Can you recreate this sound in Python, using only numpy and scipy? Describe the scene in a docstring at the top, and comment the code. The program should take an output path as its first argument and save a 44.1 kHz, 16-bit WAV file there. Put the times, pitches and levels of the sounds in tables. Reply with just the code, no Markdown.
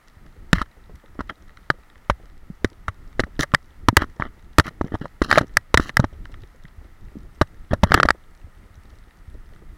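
"""Low rumble and muffled drizzle, soon broken by loud knocks on plastic: a small camera rides on a dog
trotting along a wet path. The leash clip and chain strike and rub the case, exciting its damped modes,
and the mount thuds with each blow; the hardest blows overload the microphone. Between them come soft
footfalls, dull bumps of the mount and faint chain ticks. A very faint whine joins late."""
import sys
import numpy as np
from scipy import signal
from scipy.fft import irfft, next_fast_len
from scipy.io import wavfile

SR = 44100
rng = np.random.default_rng(int(sys.argv[2]) if len(sys.argv) > 2 else 0)


def put_to_file(sound):
    """Save the sound as 16-bit audio at rate SR, in the file named by the first command-line argument."""
    columns = np.atleast_2d(sound).T  # one column per channel
    safe = np.clip(columns, -1, 1)
    whole_steps = np.round(safe * 32767)
    wavfile.write(sys.argv[1], SR, whole_steps.astype(np.int16))


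N = 430857

# How hard the harness rocks on the dog's back: t/s, level/dB
ROCKING_LEVELS = [(0.0, -53), (0.49, -44.5), (1.71, -48), (2.99, -45), (4.49, -45), (4.79, -41),
                  (5.69, -47), (5.85, -40.5), (6.8, -44.5), (7.51, -46.5), (7.92, -40.5), (8.19, -47.5),
                  (9.03, -46), (9.77, -40.5)]
# Chain and strap dragged over the case, levels relative:
# start t/s, end t/s, early level/dB, late level/dB, favoured f/Hz, tug level/dB
DRAGS = [(0.538, 0.631, -35.5, -33, 3040, -43.5), (1.19, 1.201, -36, -37.5, 1600, -29),
         (1.291, 1.325, -28.5, -53, 1860, -37), (3.392, 3.441, -29.5, -26.5, 4900, -30.5),
         (3.98, 4.04, -36, -26, 2090, -35.5), (4.198, 4.279, -36.5, -42.5, 1500, -38.5),
         (4.637, 4.695, -39.5, -32.5, 3070, -41), (4.848, 4.89, -58, -47, 2140, -36),
         (4.918, 4.963, -40.5, -41, 1480, -29.5), (5.008, 5.054, -37.5, -47, 2280, -32),
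         (5.229, 5.293, -34.5, -48.5, 3500, -37.5), (5.282, 5.402, -28.5, -29, 2970, -33.5),
         (5.399, 5.448, -40.5, -50, 2470, -27), (5.799, 5.907, -39, -41, 4250, -42),
         (6.005, 6.052, -55, -32, 1713, -32), (7.705, 7.752, -35.5, -45, 1300, -31),
         (7.858, 7.908, -41.5, -39, 2080, -38.5), (7.917, 7.996, -31, -28.5, 2180, -25.5),
         (8.01, 8.053, -59, -40, 2040, -31.5), (8.076, 8.115, -48.5, -49.5, 1300, -37)]


def gain_of(db):
    """Amplitude ratio: a factor of ten per 20 dB."""
    return 10 ** (np.asarray(db) / 20)


def unit_rms(x):
    """Normalisation to unit mean power."""
    return x / np.sqrt(np.mean(x ** 2) + 1e-20)


def add(mix, s, sound):
    """Superposition: a sound joins the mix at s seconds."""
    part = mix[max(round(s * SR), 0):][:len(sound)]
    part += sound[:len(part)]


def noise(shape):
    """Fourier synthesis: a random spectrum under a shape gives N samples of rms 1."""
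    real, imag = rng.standard_normal((2, len(shape)))
    return unit_rms(irfft((real + 1j * imag) * shape)[:N])


def coloured(points):
    """Spectral shaping: noise of rms 1 following points of f/Hz, relative level/dB."""
    hz, db = np.transpose(points)
    f = np.fft.rfftfreq(next_fast_len(N, True), 1 / SR)
    return noise(gain_of(np.interp(np.log(f + 1), np.log(hz), db)))


def wander(limit_hz):
    """Band-limited random fluctuation of rms 1."""
    f = np.fft.rfftfreq(next_fast_len(N, True), 1 / SR)
    return noise((f < limit_hz) * (f > 0))


def ring(hz, decay_s, onset_s=0.00022):
    """Damped oscillator: a sine builds up during the contact and decays exponentially."""
    t = np.arange(4096) / SR
    return (1 - np.exp(-t / onset_s)) * np.exp(-t / decay_s) * np.sin(2 * np.pi * hz * t)


def case(focus_hz, octaves, detune=0.037):
    """Modal summation: a contact favours case modes near focus_hz, and each spot rings differently."""
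    # Modes of the plastic case, and last the faint, long ring of the metal leash clip: f/Hz, bandwidth/Hz,
    # relative level/dB
    modes = [(588, 110, -6.5), (936, 140, -7), (1113, 295, 4), (1313.5, 282, 6), (1598, 260, 2.5),
             (1816, 326, 7.5), (1965.6, 286, 2.5), (2915, 450, -8.5), (3850, 430, -8.5), (5570, 1000, -4.5),
             (7760, 680, -14), (9250, 260, -21), (10700, 290, -17.5), (2000, 24, -51)]
    hz, width, db = np.transpose(modes)
    weight = 1 / (1 + (np.log2(hz / focus_hz) / octaves) ** 2)
    weight *= gain_of(db) / np.linalg.norm(weight)
    hz = hz * (1 + detune * rng.standard_normal(len(hz)))
    return sum((-1) ** k * weight[k] * ring(hz[k], 1 / (np.pi * width[k])) for k in range(len(hz)))


def whine(pitch_hz=2765, level_db=-81, start_s=7.3, blur_hz=80):
    """Random amplitude modulation blurs the third and fourth harmonics of a faint, late whine."""
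    t = np.arange(N) / SR
    harmonics = sum(wander(blur_hz) * np.sin(2 * np.pi * k * pitch_hz * t) for k in (3, 4))
    return gain_of(level_db) * harmonics * (t > start_s)


def drizzle(level_db=-59, flutter_db=0.47):
    """Transmission loss: the case muffles a nearly steady wash of drizzle."""
    # Drizzle and air inside the case: f/Hz, relative spectral level/dB
    spectrum = [(150, -0.5), (350, -7.5), (520, -3.5), (900, -1.5), (1100, -4), (1270, 3), (1550, -5),
                (1920, 0), (2450, -11), (4200, -15.5), (7000, -20), (11000, -21.5), (15000, -23)]
    return coloured(spectrum) * gain_of(level_db + flutter_db * wander(5.3))


def harness(rumble_jolt_db=4, rustle_db=-65, rustle_jolt_db=2):
    """Common modulation: the same jolts swell the rumble and the rustle of the rocking harness."""
    # Rumble of the harness: f/Hz, relative spectral level/dB
    spectrum = [(8.8, -36.5), (15, 1), (38, -5), (102, -16.5), (140, -22.5), (186, -23.5), (270, -29),
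                (329, -28), (450, -36), (580, -59), (990, -120)]
    rocking_db = np.interp(np.arange(N) / SR, *np.transpose(ROCKING_LEVELS))
    jolts = np.minimum(wander(7.4), 2)
    rumble = coloured(spectrum) * gain_of(rocking_db + rumble_jolt_db * jolts)
    rustle = coloured([(40, -19), (130, -3), (330, -10), (600, -16.5), (2500, -50)])
    return rumble + rustle * gain_of(rustle_db + rustle_jolt_db * jolts)


def paws(steps_per_s=6.3, nudge_db=5, nudge_hz=58, pat_db=-4, pat_hz=520, pat_s=0.013, spread_db=14):
    """Soft impacts carry little treble: each paw pats the wet sand and nudges the harness."""
    out, t = np.zeros(N), np.arange(4096) / SR
    muffle = signal.butter(2, [pat_hz / 4, pat_hz], "band", fs=SR)
    nudge = ring(nudge_hz, decay_s=.013, onset_s=.003)
    for k in range(int(N / SR * steps_per_s)):
        stray, weight, wetness = rng.random(size=3) - .5
        s = (k + .5 + stray) / steps_per_s
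        pat = unit_rms(signal.lfilter(*muffle, rng.standard_normal(len(t)))) * np.exp(-t / pat_s)
        effort_db = np.interp(s, *np.transpose(ROCKING_LEVELS))
        add(out, s, gain_of(effort_db + nudge_db + spread_db * weight) * nudge)
        add(out, s, gain_of(effort_db + pat_db + spread_db * wetness) * pat)
    return out


def bumps(level_db=2, decay_cycles=0.86):
    """Damped vibration: dull, low bumps of the mount, some under the knocks and some between them."""
    # Low bumps of the mount: t/s, relative level/dB, f/Hz
    low_bumps = [(0.169, -37, 87), (0.536, -14.5, 42.4), (0.572, -17, 84), (0.938, -32, 73.5),
                 (2.501, -19, 180), (2.645, -13, 227), (2.103, -14.5, 54.6), (2.884, -16.5, 92),
                 (3.928, -13, 220), (4.589, -4, 155), (5.012, -19.5, 150), (6.333, -32, 72.7),
                 (6.425, -35.5, 102), (6.647, -30, 156), (6.782, -30, 73), (7.155, -21.5, 278),
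                 (7.168, -20.5, 210), (7.416, -11, 137.6), (7.709, -14.5, 108.9), (8.443, -30, 73),
                 (8.775, -33, 78), (9.279, -29, 73), (9.557, -33.5, 130)]
    out = np.zeros(N)
    for s, db, hz in low_bumps:
        add(out, s, gain_of(db + level_db) * ring(hz, decay_cycles / hz, onset_s=0.0014))
    return out


def tick(focus_hz, octaves, scuff_s=.0012):
    """Noise-burst excitation of the case: a light, dry touch of peak 1."""
    scuff = rng.standard_normal(300) * np.exp(-np.arange(300) / SR / scuff_s)
    sound = np.convolve(scuff, case(focus_hz, octaves))
    return sound / abs(sound).max()


def collar(tap_db=2, brightness=1.5, tick_db=-54, spread_db=3.5, low_hz=2300, high_hz=6500, ticks=190):
    """Harder contacts excite higher modes: light collar taps among fainter, random ticks of its links."""
    # Clearest taps: t/s, relative level/dB, favoured f/Hz before the brightness factor
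    taps = [(0.0753, -46, 2220), (0.264, -47, 2000), (0.66, -43, 1900), (0.955, -48, 5900),
            (1.08, -49, 2100), (1.4936, -39.5, 1990), (1.5714, -37.5, 1800), (1.8997, -41.5, 2670),
            (1.956, -41.5, 1680), (2.7307, -46, 2600), (3.128, -44, 2570), (3.518, -37, 1830),
            (6.254, -33, 1710), (6.341, -36, 1670), (6.4352, -40.5, 2020), (6.652, -38, 1630),
            (9.5605, -43.5, 1103)]
    out = np.zeros(N)
    for s, db, focus_hz in taps:
        add(out, s, gain_of(db + tap_db) * tick(focus_hz * brightness, octaves=1))
    for when, size, hardness in rng.random((ticks, 3)):
        db = tick_db - spread_db * np.log(max(size, .05))
        focus_hz = low_hz * (high_hz / low_hz) ** hardness
        add(out, when * N / SR, gain_of(db) * tick(focus_hz, octaves=.55))
    return out


def grit(force, low_hz=4500, spread_db=4, grain_samples=16):
    """Granular friction: sand in a sliding contact breaks the force into uneven, bright crackle."""
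    sizes = np.minimum(rng.exponential(1, len(force) // grain_samples + 1), 4)
    grains = np.repeat(unit_rms(gain_of(spread_db * sizes)), grain_samples)[:len(force)]
    return signal.lfilter(*signal.butter(2, low_hz, "high", fs=SR), force * grains)


def thud(hz, damping=1.715, push_cycles=0.053):
    """Transient response of the mount: a shove dies away in about a cycle."""
    return ring(hz, 1 / (damping * hz), push_cycles / hz)


def driven(force, response):
    """Forced vibration: the force is convolved with an impulse response of unit energy."""
    return signal.fftconvolve(force, response / np.linalg.norm(response))


def rubs(slips_per_s=1500, spread_db=2.5, jerk_db=4, level_db=-1, grit_db=-17, grit_hz=4000,
         rasp_db=-12, tug_level_db=-4):
    """Stick-slip friction: dense, jerky clicks drive the case, the rasping link and the mount."""
    out, jerks = np.zeros(N), jerk_db * wander(150)
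    link = ring(hz=3200, decay_s=.0009)
    mount = ring(hz=260, decay_s=.0011, onset_s=.0004)
    for start, end, early_db, late_db, focus_hz, tug_db in DRAGS:
        n = max(round((end - start) * SR), 256)
        sizes = gain_of(spread_db * np.minimum(rng.exponential(1, n), 4)) * rng.choice([-1, 1], n)
        grip = gain_of(jerks[round(start * SR):][:n])
        slipping = rng.random(n) < slips_per_s / SR
        slips = unit_rms(grip * sizes * slipping) * signal.windows.tukey(n, .25)
        pressure_db = np.interp(np.arange(n) / n, [1 / 4, 3 / 4], [early_db, late_db])
        force = slips * gain_of(level_db + pressure_db)
        hardness = (focus_hz / grit_hz) ** 2
        add(out, start, driven(force, case(focus_hz, octaves=0.91)))
        add(out, start, gain_of(grit_db) * hardness * grit(force))
        add(out, start, gain_of(rasp_db) * driven(force, link))
        add(out, start, gain_of(tug_db + tug_level_db) * driven(slips, mount))
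    return out


def catches(per_s=30, accent_db=14.5, spread_db=6):
    """Impulsive loading: dragged links snag at random, each giving case and mount a small knock."""
    out = np.zeros(N)
    for start, end, early_db, late_db, _, tug_db in DRAGS:
        count = max(round((end - start) * per_s), 1)
        for k, (when, size) in enumerate(rng.random(size=(12, 2))[:count]):
            along = (k + when) / count
            s = start + along * (end - start)
            snag_db = accent_db + spread_db * (size - .5)
            pressure_db = early_db + along * (late_db - early_db)
            add(out, s, gain_of(snag_db + pressure_db) * case(focus_hz=1100, octaves=.6))
            add(out, s, gain_of(snag_db + tug_db) * thud(hz=280))
    return out


def knocks(skid_s=.005, grit_db=-23, grit_growth=0.4, rebound_s=.005, rebound_db=-7,
           sway_db=-10, sway_growth=0.76, sway_octave_db=6.5, reference_thud_hz=280,
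           sway_hz=100, sway_octaves=1.7):
    """Impact excitation: each blow rings the case, skids, rebounds and shoves the mount, which sways."""
    # Blows of clip and chain, levels relative:
    # t/s, ring level/dB, favoured f/Hz, skid level/dB, thud level/dB, thud f/Hz
    blows = [(0.53, 15.5, 1630, -3.5, 7, 230), (0.583, -11, 1620, -35, -34, 250),
             (0.6156, -5, 1150, -5, -14, 232), (1.2057, -7.5, 890, -15, -16.5, 232),
             (1.2965, -15, 1900, -35, -38, 400), (1.7017, 9.5, 1690, -7, -7.5, 330),
             (2.098, 9.5, 826, 0.5, -7.5, 204), (2.6459, 6.5, 3350, -9, 1, 366),
             (2.8814, -4, 1260, -6, -32, 193), (3.195, 0, 1580, 0.5, -2.5, 430),
             (3.2026, 0, 4200, -8, -6.5, 282), (3.2364, -8, 1720, -19.5, -16.5, 174),
             (3.393, -8, 4600, -5.5, -6.5, 307), (3.3993, -12, 1020, -25, -12.5, 233),
             (3.4094, 4.5, 4600, -27, -21, 290), (3.4313, -4, 1660, -1.5, -23, 250),
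             (3.538, 0.5, 1410, 1, -7.5, 195), (3.5468, 18.5, 2050, -15, -11, 704),
             (3.8847, 20, 983, -1.5, 11, 286), (3.968, 35.5, 1607, 4.5, 17.5, 350),
             (4.021, -11, 820, -27, -12.5, 260), (4.041, -18, 1286, -26, -18, 255),
             (4.1982, -7, 825, -22, -16.5, 198), (4.222, -3, 1340, -36, -17, 307),
             (4.584, 23, 1340, 2, 14.5, 287), (4.597, 13, 1540, 4, 0.5, 290),
             (4.679, -15.5, 1300, -13.5, -25, 258), (4.8117, -3.5, 870, -26, -4.5, 302),
             (4.8436, -39, 567, -30, -16.5, 220), (4.9419, -16, 570, -27, -8.5, 283),
             (4.9514, -8.5, 823, -19, -26, 296), (5.0552, -9.5, 760, -22.5, -30, 293),
             (5.2174, -7.5, 720, 0, 3.5, 320), (5.3126, 11, 1610, -0.5, -8, 650),
             (5.3267, 9, 1600, -1, -4.5, 594), (5.3573, -2.5, 1890, -9, -11, 403),
             (5.3757, 15.5, 570, -11.5, 0.5, 704), (5.3818, 11.5, 1440, 6.5, 2, 462),
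             (5.4119, -9, 650, -13.5, -8, 292), (5.5697, 20, 1830, -9, -2, 516),
             (5.7425, 17, 1095, -1, 17, 472), (5.7739, 14.5, 1870, 1, -2, 260),
             (5.7974, -3, 1030, -7.5, -2.5, 283), (5.8936, -8, 2570, -17.5, -23, 705),
             (5.9694, 16, 2000, -12, 0, 580), (5.9953, 2, 760, -1.5, 4.5, 178),
             (6.0418, -1, 900, -14, -6.5, 260), (7.4129, 12.5, 780, 5, 7, 333),
             (7.7331, 2.5, 570, -4, -4.5, 220), (7.8333, 17.5, 806, 5.5, 11.5, 186),
             (7.9074, -18, 900, -17, -13.5, 170.5), (7.919, 9.5, 1600, -24, 1, 664),
             (7.9419, 20, 1450, -10.5, 6.5, 420), (7.9459, 12.5, 1680, -8.5, 1.5, 350),
             (7.9756, -1, 1630, -30, -6.5, 650), (7.9999, 10.5, 1470, -8, 0.5, 550),
             (8.0309, 12.5, 1470, -20.5, 0, 550), (8.0532, -2.5, 570, -5.5, -3, 260),
             (8.087, 8, 1435, -2.5, -11, 550), (8.105, 12.5, 1640, -19.5, -1.5, 623)]
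    out, t = np.zeros(N), np.arange(2048) / SR
    for s, ring_db, focus_hz, skid_db, thud_db, thud_hz in blows:
        skid = rng.standard_normal(len(t)) * np.exp(-t / skid_s)
        skid /= np.linalg.norm(skid)
        add(out, s, gain_of(ring_db) * case(focus_hz, octaves=0.48))
        add(out, s, gain_of(skid_db) * signal.fftconvolve(skid, case(focus_hz, octaves=4.7)))
        crush_db = skid_db + grit_db + grit_growth * ring_db  # hard blows crush more sand
        add(out, s, gain_of(crush_db) * grit(skid))
        add(out, s, gain_of(thud_db) * thud(thud_hz))
        rebound = case(focus_hz=4670, octaves=0.44)
        add(out, s + rebound_s, gain_of((thud_db + skid_db) / 2 + rebound_db) * rebound)
        # Heavy, slow thuds sway the strap more, and it is never equally taut.
        heft_db = sway_growth * thud_db - sway_octave_db * np.log2(thud_hz / reference_thud_hz)
        strap_hz = sway_hz * 2 ** (sway_octaves * (rng.random() - .5))
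        add(out, s, gain_of(sway_db + heft_db) * ring(strap_hz, decay_s=.008, onset_s=.00033))
    return out


def scene():
    """Superposition: all sources sum at the one microphone in the case."""
    return (knocks() + collar() + bumps() + harness() + drizzle() + whine()
            + catches() + paws() + rubs())[None]


def record(dry):
    """Saturation: the microphone overloads on hard blows; a low-pass filter then limits the band."""
    ceiling, edge_hz = .68, 16000
    clipped = dry / (1 + (dry / ceiling) ** 8) ** (1 / 8)
    low_pass = signal.firwin(161, edge_hz, window=("kaiser", 9), fs=SR)
    return signal.oaconvolve(clipped, low_pass[None], "same")


dry = scene()
out = record(dry)
put_to_file(out)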